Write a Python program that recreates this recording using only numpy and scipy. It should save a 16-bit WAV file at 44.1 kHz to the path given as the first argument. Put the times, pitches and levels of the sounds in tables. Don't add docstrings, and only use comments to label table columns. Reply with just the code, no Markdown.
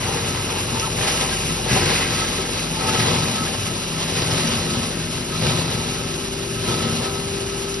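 import sys
import numpy as np
from scipy import signal
from scipy.fft import rfft, irfft
from scipy.io import wavfile
from scipy.ndimage import uniform_filter1d

SR = 44100
rng = np.random.default_rng(int(sys.argv[2]) if len(sys.argv) > 2 else 0)


def master_out(mix):
    frames = np.transpose(np.atleast_2d(mix))
    ceiling = np.clip(frames, -1, 1)
    pcm = np.round(ceiling * 32767).astype(np.int16)
    wavfile.write(sys.argv[1], SR, pcm)


N = 343980
TIME, FREQ_HZ = np.arange(N) / SR, np.arange(N // 2 + 1) * SR / N
ROTOR_HZ, BLOWER_HZ = 23.19, 49.22
KNIVES, VANES = 3, 8
DIRECT = np.array([[1], [0]])

# pitch_hz, width_hz, level_db
CRUNCH_MODES = [(1659, 55, 3.5), (1973, 260, 2), (2120, 280, -5.5), (2470, 160, -0.5)]
# pitch_hz, width_hz, level_db
HOPPER_MODES = [(477, 57, 4.5), (577, 25, -3.5), (772.5, 22.6, 5.5), (826.5, 9.6, 2.5), (885, 6.8, 6.5),
                (995.6, 9.4, 5.5)]
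# pitch_hz, width_hz, level_db
PANEL_MODES = [(1294, 14, 0)]
# time_s, level_db
FACING_MOUTH = [(0, 6), (3.2, -4.5), (4.5, -7), (7.8, -6.5)]


def knives(turns, chop_db, scatter_db=5, jitter_s=0.002255, crunch_db=-5, thump_db=-5):
    # pitch_hz, width_hz, level_db
    chamber_modes = [(93.5, 8.9, 1.5), (119.6, 18, 6.5), (143.5, 14, 4), (159.6, 8.7, -4), (233, 50, -3.5),
                     (354, 13, -1), (501, 130, -10)]
    pass_s = np.interp(np.arange(int(turns[-1] * KNIVES)) / KNIVES, turns, TIME)
    lateness, amount = rng.standard_normal((N // 100, 2))[:len(pass_s)].T
    cuts = unit(clicks(pass_s + jitter_s * lateness, undb(scatter_db * np.tanh(amount))))
    crunch = undb(crunch_db) * bursts(cuts, decay_s=0.0055)
    thumps = boom(cuts * DIRECT + crunch, chamber_modes)
    return thumps / thumps[0].std() * undb(chop_db + thump_db)


def splitting(chop_db, split_db=-10):
    # frequency_hz, level_db
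    split_colour = [(250, -13.5), (600, 4.5), (1000, -2.5), (1700, -8.5), (2700, -8), (4100, 6.5),
                    (5200, -14), (10000, -25)]
    cracks = bursts(hail(330, spread_db=1.5), decay_s=0.0027)
    return colour(cracks, split_colour) * undb(chop_db + split_db)


def bites(bang_peak_db=-10.5, crack_peak_db=-17):
    # start_s, bang_db, crack_db
    blows = [(1.006, -5, 12), (1.052, -8, 7), (1.1, -8, 9), (1.698, -4, 7), (1.713, 12, 10),
             (1.728, 13.5, 6), (1.744, 12, 5), (1.757, 4, 1), (1.804, 5, 4), (1.816, 8, 1), (1.830, 7, 2),
             (1.846, 2, 1), (1.86, 8, 0), (1.873, 8, 4), (1.894, 4, -4), (2.018, 0, 13.5), (2.998, 3, 12),
             (3.584, 3.5, -12), (4.39, 7.5, -9), (5.433, 7, -8), (5.463, 10.5, -4), (5.476, 13, -4),
             (5.491, 5, -8), (5.511, 12, -6), (5.778, 5, -10), (6.683, 10, -2), (7.017, 1, 4)]
    # pitch_hz, width_hz, level_db
    bed_modes = [(114, 40, 6.5), (158, 35, -4.5), (348, 36, -2.5), (567, 290, -17)]
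    start_s, bang_db, crack_db = np.transpose(blows)
    bangs = boom(clicks(start_s, undb(bang_db)), bed_modes, contact_hz=700)
    cracks = ring(bursts(clicks(start_s, undb(crack_db)), decay_s=0.04), CRUNCH_MODES)
    return set_peak(bangs, bang_peak_db) * DIRECT + set_peak(cracks, crack_peak_db)


def snaps(snap_db=-22.5, decay_s=0.0054, width_hz=900, splinter_db=-5):
    # start_s, pitch_hz, level_db
    pieces = [(0.797, 5960, 0.5), (1.2105, 3520, 6), (4.22, 4130, 0), (4.475, 5700, 0), (5.467, 4220, 2.5),
              (6.14, 3880, -5), (7.742, 5840, -2.5)]
    out, t = np.zeros((2, N + SR)), TIME[:SR // 20]
    splinter_band = signal.butter(2, [1800, 6500], "band", fs=SR, output="sos")
    for start_s, pitch_hz, level_db in pieces:
        noise = rng.standard_normal((2, len(t)))
        note = ping(pitch_hz, 1 / (np.pi * width_hz))
        crack = unit(signal.fftconvolve(noise, note[None])[:, :len(t)])
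        splinters = unit(signal.sosfilt(splinter_band, noise)) * undb(splinter_db)
        fade = np.exp(-t / decay_s) * undb(level_db + snap_db)
        out[:, int(start_s * SR):][:, :len(t)] += (crack + splinters) * fade
    return out[:, :N]


def chips(turns, hail_db, hiss_db, throb_db=0.5, flutter_db=1.57, hail_share=0.33):
    # frequency_hz, level_db
    chip_colour = [(150, -41), (450, -2), (1100, 4.5), (1500, -4.5), (2200, -3), (3000, 3), (4400, 3),
                   (6000, -2.5), (9000, -4.5), (11500, -21.5)]
    small_db = hail_share * hail_db + (1 - hail_share) * hiss_db
    small = colour(bursts(hail(3800, spread_db=2), decay_s=0.01), chip_colour) * undb(small_db + 3.5)
    coarse_db = hail_db + over_time(FACING_MOUTH) - 0.5
    coarse = ring(bursts(hail(450, spread_db=0), decay_s=0.0024), CRUNCH_MODES) * undb(coarse_db)
    return (small + coarse) * undb(throb_db * np.cos(2 * np.pi * turns) + flutter_db * wander(19))


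def rattle(hail_db, hiss_db, low_hz=1398, high_hz=6206, spread_db=3, hail_share=0.48, count=2600):
    out = np.zeros(N + SR)
    for when, smallness, force in rng.random((count, 3)):
        strength = undb(spread_db * min(-np.log(1 - force), np.pi))
        bounce = ping(low_hz + smallness * (high_hz - low_hz), decay_s=0.013) * strength
        out[int(when * N):][:len(bounce)] += bounce
    level_db = hail_share * hail_db + (1 - hail_share) * hiss_db - 4
    return unit(out[:N]) * undb(level_db) * DIRECT


def granules(turns, hiss_db, throb_db=0.17, flutter_db=1.28):
    # frequency_hz, level_db
    hiss_colour = [(800, -29), (2000, -5), (2900, 6.5), (3600, -8), (6000, 2.5), (9000, -1.5),
                   (11000, -1.5), (14000, -23.5)]
    spray = bursts(hail(3200, spread_db=-2.5), decay_s=0.0062)
    pulse_db = throb_db * np.cos(2 * np.pi * turns) + flutter_db * wander(22)
    return colour(spray, hiss_colour) * undb(hiss_db + pulse_db)


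def rotor(turns, chop_db, drone_db=-32.5, housing_db=-35, judder_turns=0.0031):
    # cycles_per_turn, level_db
    drone_tones = [(4, -3.5), (5, -3.5), (6, -9.5), (9, -5.5), (10, -9.5), (11, -10), (12, -10.5), (15, -8),
                   (16, -6.5), (27, -11)]
    load_db = uniform_filter1d(chop_db - chop_db.mean(), size=SR // 6)
    shaft = turns + judder_turns * wander(9.1)
    drone = tones(shaft, drone_tones, waver_db=2.5, waver_hz=1.64) * undb(0.8 * load_db + drone_db)
    housing = tones(shaft, [(7, 0)], waver_db=2, waver_hz=6) * undb(0.93 * load_db + housing_db)
    return (drone + housing) * DIRECT


def steel(hail_db, hopper_db=-36.5, panel_db=-41, waver_db=2.5):
    busy_db = hail_db - hail_db.mean()
    taps = bursts(hail(600, spread_db=0.5), decay_s=0.00084)
    swell_db = 0.5 * busy_db + 0.6 * over_time(FACING_MOUTH) + waver_db * wander(18)
    hopper = ring(taps, HOPPER_MODES) * undb(hopper_db + swell_db)
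    panel = ring(taps, PANEL_MODES) * undb(panel_db + 0.32 * busy_db)
    return hopper + panel * DIRECT


def knocks(peak_db=-19):
    # pitch_hz, width_hz, level_db
    wall_modes = [(234, 12, 0), (380, 14, 0)]
    # start_s, lower_note_db, upper_note_db
    lumps = [(0.72, -2, -22), (2.386, -13, 1.5), (7.018, -2.5, -12)]
    start_s, *notes_db = np.transpose(lumps)
    wall = np.zeros(N)
    for mode, strengths in zip(wall_modes, undb(notes_db)):
        wall += ring(clicks(start_s, strengths), [mode]) * np.linalg.norm(strengths)
    return set_peak(wall, peak_db) * DIRECT


def groans(from_hz=226, to_hz=238):
    # start_s, length_s, level_db
    heavy_cuts = [(1.801, 0.14, -36), (2.86, 0.68, -33.5), (3.06, 0.14, -30), (4.419, 0.16, -29.5),
                  (4.7, .15, -32.5), (5.419, .5, -36), (6.759, .36, -33.5)]
    notes = [(start_s, length_s, from_hz, to_hz, db) for start_s, length_s, db in heavy_cuts]
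    return glides(notes, wobble=0.006, rough_db=-1)


def panel_rings():
    # start_s, length_s, level_db
    drags = [(1.121, 0.063, -36), (2.16, 0.097, -34.5), (2.78, .14, -32), (2.94, 0.088, -34),
             (3.319, 0.19, -34.5), (5.319, 0.069, -36), (5.49, .11, -33), (6.03, 0.099, -39),
             (6.66, 0.14, -35), (6.789, .18, -37), (6.993, 0.2, -40)]
    pitch_hz = PANEL_MODES[0][0]
    notes = [(start_s, length_s, pitch_hz, pitch_hz, db) for start_s, length_s, db in drags]
    return glides(notes, wobble=0.01, rough_db=4)


def skitters(gain_db=-41):
    # start_s, level_db
    scraps = [(0.979, -1), (2.801, -6.5), (3.05, 2.5), (6.69, -5), (7.0, -3)]
    start_s, level_db = np.transpose(scraps)
    return ring(bursts(clicks(start_s, undb(level_db)), decay_s=0.15), HOPPER_MODES) * undb(gain_db)


def squeals():
    # start_s, length_s, from_hz, to_hz, level_db
    rubs = [(0.06, 0.14, 762, 828, -36), (0.725, 0.13, 886, 905, -37), (0.817, 0.045, 1282, 1312, -31),
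            (0.852, 0.032, 1135, 956, -34), (0.855, 0.03, 903, 870, -29), (1.31, 0.04, 1600, 1570, -35.5),
            (2.707, 0.4, 886, 874, -33)]
    return glides(rubs, wobble=0.012, rough_db=2.5)


def feeding(level_db=-36, let_go_s=0.76, fade_s=0.25, waver_db=2):
    # frequency_hz, level_db
    rustle_colour = [(500, -30), (900, 6), (1300, 1), (1900, -13), (2700, 1), (4000, -22), (10000, -26)]
    pushing = np.clip(1 - (TIME - let_go_s) / fade_s, 0, 1)
    rustle = colour(bursts(hail(260, spread_db=0.5), decay_s=0.01), rustle_colour)
    return rustle * pushing * undb(level_db + waver_db * wander(14))


def blower(hum_db=-36, far_db=-43, near_db=-32.2, stoop_s=(5.7, 6.45)):
    # cycles_per_turn, level_db
    hum_tones = [(1, 0), (2, -4.5), (3, -6.5), (4, -5), (5, -3.5), (7, -4), (9, -8.5)]
    turns = BLOWER_HZ * TIME + 0.006 * wander(1.5)
    hum = tones(turns, hum_tones, waver_db=2.5, waver_hz=0.58) * undb(hum_db)
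    vane_db = np.interp(TIME, stoop_s, [far_db, near_db])
    vanes = tones(turns, [(VANES, 0)], waver_db=1, waver_hz=2.9) * undb(vane_db)
    return (hum + vanes) * DIRECT


def air_roar(level_db=-35, waver_db=0.89):
    # frequency_hz, level_db
    roar_colour = [(20, -10), (40, -2), (65, 5.5), (100, 4), (240, 4.5), (310, 4.5), (400, 1), (600, -3.5),
                   (800, -37.5), (1600, -5.5), (4000, -47)]
    return colour(rng.standard_normal((2, N)), roar_colour) * undb(level_db + waver_db * wander(3.9))


def workload(idle_db=(-30.5, -44, -31.5), emptying_db_per_s=0.4355):
    # start_s, rise_s, hold_s, decay_s, chop_db, hail_db, hiss_db
    wads = [(0.0, 0.018, 0.2, 0.16, -30, -48, -61), (0.939, 0.078, 0.19, 0.3, -31.5, -36, -26.5),
            (1.66, 0.06, 0.12, 0.43, -26, -25.5, -28.5), (2.714, 0.29, 0.06, 0.35, -23, -27, -29),
            (3.921, 0.3, 0.3, 0.28, -23.5, -28.5, -33.5), (4.666, 0.11, 0.01, .04, -24, -40, -58),
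            (5.286, 0.14, 0.091, 0.27, -22, -29.5, -35.5), (5.623, 0.058, 0.061, 0.19, -26.5, -36, -55),
            (6.53, 0.15, 0.22, 0.26, -24, -36, -35.5)]
    power = undb(np.array(idle_db)[:, None] - emptying_db_per_s * (TIME - TIME.mean())) ** 2
    for start_s, rise_s, hold_s, decay_s, *levels_db in wads:
        swell = np.clip((TIME - start_s) / rise_s, 0, 1)
        fade = np.exp(-np.maximum(TIME - start_s - rise_s - hold_s, 0) / decay_s)
        power += (undb(levels_db)[:, None] * swell * fade) ** 2
    return 10 * np.log10(power)


def stereo(pair):
    # frequency_hz, likeness (0 to 1), left_lead_degrees
    side_match = [(60, .99, 0), (240, .95, 0), (450, .8, 10), (720, .4, -55), (1200, .72, -52),
                  (2000, .95, 0), (2300, .9, 10), (2700, .62, 50), (3300, .64, 130), (4000, .42, 90),
                  (4550, .3, 125), (4900, .97, 0), (5600, .97, 0), (6100, .55, 100), (6450, 1, 180),
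                  (8700, 1, 180), (9300, .5, 260), (9800, 1, 360)]
    # frequency_hz, left_minus_right_db
    balance = [(50, -0.5), (110, 2), (200, 3.5), (350, 5.3), (580, 8.5), (720, 5.5), (900, 5.3), (1250, 1),
               (2000, 0.3), (3500, -0.4), (5000, 0)]
    direct, scattered = rfft(pair)
    hz, likeness, lead_degrees = np.transpose(side_match)
    likeness = over_frequency(np.c_[hz, likeness])
    lead = np.radians(over_frequency(np.c_[hz, lead_degrees]))
    side = np.array([[1], [-1]])
    both = direct * np.sqrt((1 + likeness) / 2) + side * scattered * np.sqrt((1 - likeness) / 2)
    return irfft(both * undb(side * over_frequency(balance) / 2) * np.exp(1j * side * lead / 2), N)


def undb(db):
    return 10 ** (np.asarray(db) / 20)


def unit(x):
    return x / np.sqrt(np.mean(x ** 2))


def set_peak(x, peak_db):
    return x / np.abs(x).max() * undb(peak_db)


def over_time(points):
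    return np.interp(TIME, *np.transpose(points))


def over_frequency(points):
    hz, value = np.transpose(points)
    return np.interp(np.log(FREQ_HZ + 1), np.log(hz), value)


def colour(x, points):
    return unit(irfft(rfft(x) * undb(over_frequency(points)), N))


def ring(x, modes):
    s = 1j * FREQ_HZ
    response = sum(undb(db) * s * width / (s ** 2 + s * width + hz ** 2) for hz, width, db in modes)
    return unit(irfft(rfft(x) * response, N))


def boom(force, modes, contact_hz=800, low_hz=78):
    push = irfft(rfft(force) / (1 + 1j * FREQ_HZ / contact_hz) ** 2, N)
    return signal.sosfilt(signal.butter(3, low_hz, "high", fs=SR, output="sos"), ring(push, modes))


def wander(rate_hz):
    return unit(irfft(rfft(rng.standard_normal(N)) * np.exp(-(FREQ_HZ / rate_hz) ** 2), N))


def clicks(times_s, sizes):
    return np.bincount(np.clip(times_s * SR, 0, N - 1).astype(int), sizes, N)


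def hail(per_second, spread_db):
    hit = rng.random(N) < per_second / SR
    return hit * undb(spread_db * np.minimum(rng.exponential(size=N), 2 * np.pi))


def bursts(blows, decay_s):
    energy = signal.lfilter([1], [1, -np.exp(-2 / (decay_s * SR))], blows ** 2 + 1e-18)
    return unit(np.sqrt(energy) * rng.standard_normal((2, N)))


def ping(pitch_hz, decay_s):
    t = TIME[:SR // 20]
    return np.exp(-t / decay_s) * np.sin(2 * np.pi * pitch_hz * t)


def tones(turns, harmonics, waver_db, waver_hz):
    out = np.zeros(N)
    for cycles_per_turn, level_db in harmonics:
        gain = undb(level_db + waver_db * wander(waver_hz))
        out += gain * np.sin(2 * np.pi * (cycles_per_turn * turns + rng.random()))
    return unit(out)


def glides(notes, wobble, rough_db):
    out = np.zeros(N)
    unsteady = 1 + wobble * wander(60)
    grip = undb(rough_db * wander(45))
    for start_s, length_s, from_hz, to_hz, level_db in notes:
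        on = (TIME >= start_s) & (TIME < start_s + length_s)
        along = (TIME[on] - start_s) / length_s
        cycles = np.cumsum((from_hz + (to_hz - from_hz) * along) * unsteady[on]) / SR
        swell = np.sqrt(2 * np.sin(np.pi * along))
        out[on] += undb(level_db) * swell * grip[on] * np.sin(2 * np.pi * cycles)
    return out * DIRECT


def scene():
    chop_db, hail_db, hiss_db = workload()
    slowing = 0.0003 * (chop_db - chop_db.mean())
    turns = np.cumsum(ROTOR_HZ * (1 - slowing)) / SR
    cutting = knives(turns, chop_db) + splitting(chop_db) + bites() + snaps() + groans()
    scrap = chips(turns, hail_db, hiss_db) + rattle(hail_db, hiss_db) + granules(turns, hiss_db)
    walls = steel(hail_db) + panel_rings() + skitters() + knocks()
    strips = feeding() + squeals()
    machine = rotor(turns, chop_db) + blower() + air_roar()
    return stereo(cutting + scrap + walls + strips + machine)


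def record(dry):
    top_hz = 11600
    return signal.sosfilt(signal.ellip(10, .2, 80, top_hz, fs=SR, output="sos"), dry)


dry = scene()
out = record(dry)
master_out(out)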